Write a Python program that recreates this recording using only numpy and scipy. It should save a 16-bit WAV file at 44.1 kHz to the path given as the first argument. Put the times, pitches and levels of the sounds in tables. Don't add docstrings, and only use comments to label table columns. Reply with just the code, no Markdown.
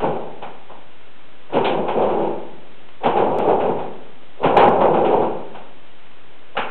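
import sys
import numpy as np
from scipy import signal
from scipy.fft import rfft, irfft, next_fast_len
from scipy.io import wavfile
from scipy.ndimage import uniform_filter1d, map_coordinates

SR = 44100
rng = np.random.default_rng(int(sys.argv[2]) if len(sys.argv) > 2 else 0)


def waveform_to_disk(signal):
    frames = np.transpose(np.atleast_2d(signal))
    scaled = np.clip(frames, -1, 1) * 32767
    samples = np.round(scaled).astype(np.int16)
    wavfile.write(sys.argv[1], SR, samples)


N = 295470
TIME = np.arange(N) / SR
RING_SAMPLES, CUTOFF_HZ = 36000, 15800

# frequency in Hz, relative spectral density in dB.
HISS_SPECTRUM = [(20, -6.5), (55, -4.5), (85, 4.5), (130, 0), (220, 2.5), (380, 5), (800, 1), (1800, -2.5),
                 (3200, -3), (3800, -8.5), (4200, -21)]
# start in seconds, step height in dB.
CLICK_STEPS = [(3.387, -21), (4.57, -25), (4.639, -36), (4.692, -25.5)]
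# start in seconds, relative level in dB.
TWIG_CRACKS = [(0.9694, -47), (2.5994, -58), (2.7164, -42), (2.8877, -33), (2.9024, -41), (6.3024, -47)]
# frequency in Hz, time to decay by 60 dB in seconds.
DECAY_TIMES = [(100, 0.91), (400, 1), (900, 0.76), (1500, 0.75), (3500, 0.4)]
# frequency in Hz, relative mode strength in dB.
THUD_SPECTRUM = [(60, -32.5), (140, -12.5), (220, -7), (320, -8.5), (400, -4), (520, -1), (680, -3),
                 (820, 3), (1000, -2), (1200, -11), (1800, -26), (4000, -50)]
CLANG_SPECTRUM = [(500, -17), (1000, 2.5), (1400, 9.5), (1900, 0), (2450, 6.5), (2900, 5), (3200, 3),
                  (3700, -5), (4300, -22.5)]
BOOM_SPECTRUM = [(50, -29.5), (75, -34.5), (105, -7.5), (170, 1.5), (210, 3), (250, 5), (300, 3.5),
                 (380, -51)]
RUMBLE_SPECTRUM = [(230, -22.5), (290, -13.5), (350, 3), (450, 1), (560, 0), (680, -6.5), (790, -0.5),
                   (950, -4.5), (1080, -15), (1250, -21), (1400, -25), (1800, -39.5), (2500, -39),
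                   (4200, -53.5)]
# start in seconds, relative clang level in dB,
# relative thud level in dB, rise time in seconds, clang tilt in dB per octave.
IMPACTS = [(0.0, -34, -42, 0.0026, -6), (.032, -36.5, -30, 0.01, -3), (.418, -39, -25.5, 0.0058, -.5),
           (0.693, -53, -32, 0.0086, 4), (1.495, -53.5, -37.5, 0.0036, 2.5),
           (1.528, -30, -24.5, 0.012, 2.5), (1.552, -33, -18.5, 0.0052, -3), (1.641, -23.5, -29, .005, 8.5),
           (1.657, -29.5, -19.5, 0.0035, 1), (1.88, -33.5, -19, .002, 1), (2.012, -40, -35.5, 0.004, 5),
           (2.097, -39.5, -37, 0.0081, -1.5), (3.001, -56.5, -32, 0.015, 1),
           (3.032, -29, -19.5, 0.008, 0.5), (3.056, -32, -14, 0.0015, 1.5),
           (3.16, -30.5, -15, 0.0074, -0.5), (3.385, -36, -26, 0.00083, -.5),
           (3.597, -34.5, -31, 0.0055, -2), (3.786, -42.5, -27, 0.00203, 2),
           (4.428, -24.5, -11.5, 0.012, -1), (4.565, -19.5, -5.5, 0.0032, -3.5),
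           (4.588, -26, -14.5, 0.0042, -0.5), (4.622, -32.5, -10.5, 0.0034, -8.5),
           (4.803, -32, -9.5, 0.0065, -1.5), (4.93, -33, -14.5, 0.0089, -2), (5.046, -33, -37, .002, 1),
           (5.215, -44.5, -19, .006, 6.5), (5.541, -43, -30, 0.0087, 2), (6.552, -62, -31.5, 0.0013, -3),
           (6.5671, -22.5, -19, 0.0018, -3)]
# start and length in seconds, rumble and boom
# levels in dB, growth while held in dB per second, decay of the rumble on release in dB per second.
PAW_PUSHES = [(0.02, 0.063, -20.5, -32, -5, 65.5), (1.55, 0.18, -20, -30.5, 2, 33),
              (1.96, .31, -19, -31, -3, 86), (3.164, 0.53, -20, -30, 1, 68.5),
              (4.434, .77, -17.5, -29.5, 2, 76)]
# crest time and half-width in seconds, rumble and boom levels in dB.
BULGE_FLIPS = [(0.047, 0.0052, -13.5, -22), (0.064, 0.046, -26, -28.5), (0.164, 0.0057, -24.5, -30),
               (1.567, 0.036, -17, -25.5), (1.8, 0.012, -24.5, -25), (1.973, .025, -29.5, -29),
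               (2.022, 0.049, -17.5, -37), (2.207, 0.035, -25, -37), (3.073, 0.035, -15.5, -25),
               (3.206, 0.074, -18, -34), (3.507, 0.053, -13.5, -49), (3.653, 0.028, -22.5, -38),
               (3.7, .018, -20.5, -28.5), (4.456, .022, -18.5, -19.5), (4.579, 0.0082, -9.5, -30),
               (4.657, 0.038, -13.5, -27), (4.682, 0.0084, -12, -20.5), (4.848, .022, -15, -37.5),
               (5.139, 0.026, -15, -29.5), (6.59, 0.01, -34, -34)]


def from_db(db):
    return 10 ** (np.asarray(db) / 20)


def unit_power(x):
    return x / np.sqrt(np.mean(x ** 2) + 1e-20)


def at_hz(table, hz):
    known_hz, values = np.transpose(table)
    return np.interp(np.log(hz + 1e-9), np.log(known_hz), values)


def drift(rate_hz):
    hop, settling = 100, 1000
    pole = np.exp(-2 * np.pi * rate_hz * hop / SR)
    noise = rng.standard_normal(N // hop + settling + 2)
    slow = signal.lfilter([1], [1, -2 * pole, pole * pole], noise)[settling:]
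    return np.interp(np.arange(N) / hop, np.arange(len(slow)), unit_power(slow))


def hiss(level_db):
    size = next_fast_len(N)
    colour = from_db(at_hz(HISS_SPECTRUM, np.fft.rfftfreq(size, 1 / SR)))
    noise = irfft(rfft(rng.standard_normal(size)) * colour, size)[:N]
    return from_db(level_db) * unit_power(noise)


def pulses(events, decay_s):
    return sum(from_db(db) * (TIME >= s) * np.exp(-np.abs(TIME - s) / decay_s) for s, db in events)


def clicks():
    return pulses(CLICK_STEPS, decay_s=0.00033)


def twigs(band_hz, gain_db):
    cracks = pulses(TWIG_CRACKS, decay_s=0.0065) * rng.standard_normal(N)
    band = signal.butter(2, band_hz, "band", fs=SR, output="sos")
    return from_db(gain_db) * signal.sosfilt(band, cracks)


def sheet_modes(spacing_hz):
    grid = np.arange(42, CUTOFF_HZ, spacing_hz)
    hz = grid + spacing_hz * rng.uniform(-0.52, 0.41, len(grid))
    t = np.float32(TIME[:RING_SAMPLES])
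    damping = np.log(1000) / at_hz(DECAY_TIMES, hz)
    sines = np.sin(np.outer(np.float32(2 * np.pi * hz), t))
    return hz, sines * np.exp(np.outer(np.float32(-damping), t))


def impulse_responses(modes, spectrum, count, tilt_db=0):
    hz, sines = modes
    strengths = rng.uniform(-0.97, 1, (count, len(hz))) * from_db(at_hz(spectrum, hz) + tilt_db)
    strengths /= np.sqrt(np.sum(strengths ** 2, axis=1, keepdims=True) / 2)
    return np.float32(strengths) @ sines


def bass_cut_and_notch(x, bass_hz, notch_hz, notch_q, notch_share):
    x = signal.sosfilt(signal.butter(4, bass_hz, "high", fs=SR, output="sos"), x)
    notched = signal.lfilter(*signal.iirnotch(notch_hz, notch_q, fs=SR), x)
    return x + notch_share * (notched - x)


def strikes(modes):
    out, t = np.zeros(N), TIME[:RING_SAMPLES]
    hz, _ = modes
    tilts_db = np.outer(np.array(IMPACTS)[:, 4], np.log2(hz / 2200))
    clangs = impulse_responses(modes, CLANG_SPECTRUM, len(IMPACTS), tilts_db)
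    thuds = impulse_responses(modes, THUD_SPECTRUM, len(IMPACTS))
    clang_fade = (1 + 0.27 * np.exp(-t / 0.1)) * from_db(-18 * t)
    thud_fade = (1 + 0.84 * np.exp(-t / 0.012)) * from_db(-22 * t)
    for (start_s, clang_db, thud_db, rise_s, _), clang, thud in zip(IMPACTS, clangs, thuds):
        ring = from_db(clang_db) * clang * clang_fade + from_db(thud_db - 4) * thud * thud_fade
        attack = 1 - np.exp(-(t / rise_s) ** 1.5)
        start = round(start_s * SR)
        out[start:start + RING_SAMPLES] += (attack * ring)[:N - start]
    return out


def flexing(onset_db_per_s, boom_fade_share):
    power = np.zeros((2, N))
    for start, length, rumble_db, boom_db, growth_db_per_s, decay_db_per_s in PAW_PUSHES:
        age = TIME - start
        held_db = onset_db_per_s * np.minimum(age, 0) + growth_db_per_s * np.clip(age, 0, length)
        fade_db = decay_db_per_s * np.maximum(age - length, 0)
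        power[0] += from_db(rumble_db + held_db - fade_db) ** 2
        power[1] += from_db(boom_db + held_db - boom_fade_share * fade_db) ** 2
    for crest, half_width, rumble_db, boom_db in BULGE_FLIPS:
        swell = np.exp(-np.minimum(((TIME - crest) / half_width) ** 2, 60))
        power += (from_db([[rumble_db], [boom_db]]) * swell) ** 2
    return np.sqrt(power)


def buckling(modes, spectrum, envelope, pops_per_s, spread_db, even_s):
    out = np.zeros(N)
    spots = impulse_responses(modes, spectrum, count=6)
    for ring in spots:
        popped = rng.random(N) < pops_per_s / len(spots) / SR
        sizes = from_db(spread_db * rng.standard_normal(N)) * rng.choice([-1, 1], N)
        out += signal.oaconvolve(popped * sizes * envelope, ring)[:N]
    width = int(even_s * SR)
    power = uniform_filter1d(uniform_filter1d(out ** 2, width), width)
    return out / np.sqrt(np.abs(power) + 1e-14)


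def pitch_glide(x, envelope, depth, rate_hz):
    stretch = depth * drift(rate_hz) * np.sqrt(envelope / envelope.max())
    shift_samples = signal.lfilter([1], [1, -np.exp(-10 / SR)], stretch)
    return map_coordinates(x, [np.arange(N) + shift_samples], order=3, mode="nearest")


def thunder(modes):
    swing, low_swing = flexing(onset_db_per_s=519, boom_fade_share=0.73)
    rumble = buckling(modes, RUMBLE_SPECTRUM, swing, pops_per_s=400, spread_db=3.5, even_s=0.026)
    boom = buckling(modes, BOOM_SPECTRUM, low_swing, pops_per_s=120, spread_db=1.5, even_s=0.14)
    shimmer = buckling(modes, CLANG_SPECTRUM, swing, pops_per_s=460, spread_db=9.5, even_s=0.043)
    rumble = swing * pitch_glide(rumble, swing, depth=0.0259, rate_hz=5)
    boom = low_swing * pitch_glide(boom, low_swing, depth=0.048, rate_hz=5)
    return rumble + boom + from_db(-31) * swing ** 0.69 * shimmer


def scene():
    modes = sheet_modes(spacing_hz=7)
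    vibration = thunder(modes) + strikes(modes)
    sheet = bass_cut_and_notch(vibration, bass_hz=86.5, notch_hz=290.3, notch_q=5.1, notch_share=0.36)
    return (sheet + twigs(band_hz=(400, 2700), gain_db=0.5) + hiss(level_db=-48))[None]


def record(dry):
    ceiling, full_scale, offset, band_hz = 0.63, 0.71, -0.054, 4050
    rounded = dry / (1 + (dry / ceiling) ** 8) ** (1 / 8)
    narrow = signal.sosfilt(signal.ellip(8, 0.2, 90, band_hz, fs=SR, output="sos"), rounded)
    clipped = np.clip(narrow + clicks(), -full_scale - offset, full_scale - offset)
    return signal.sosfilt(signal.cheby2(12, 70, CUTOFF_HZ, fs=SR, output="sos"), clipped) + offset


dry = scene()
out = record(dry)
waveform_to_disk(out)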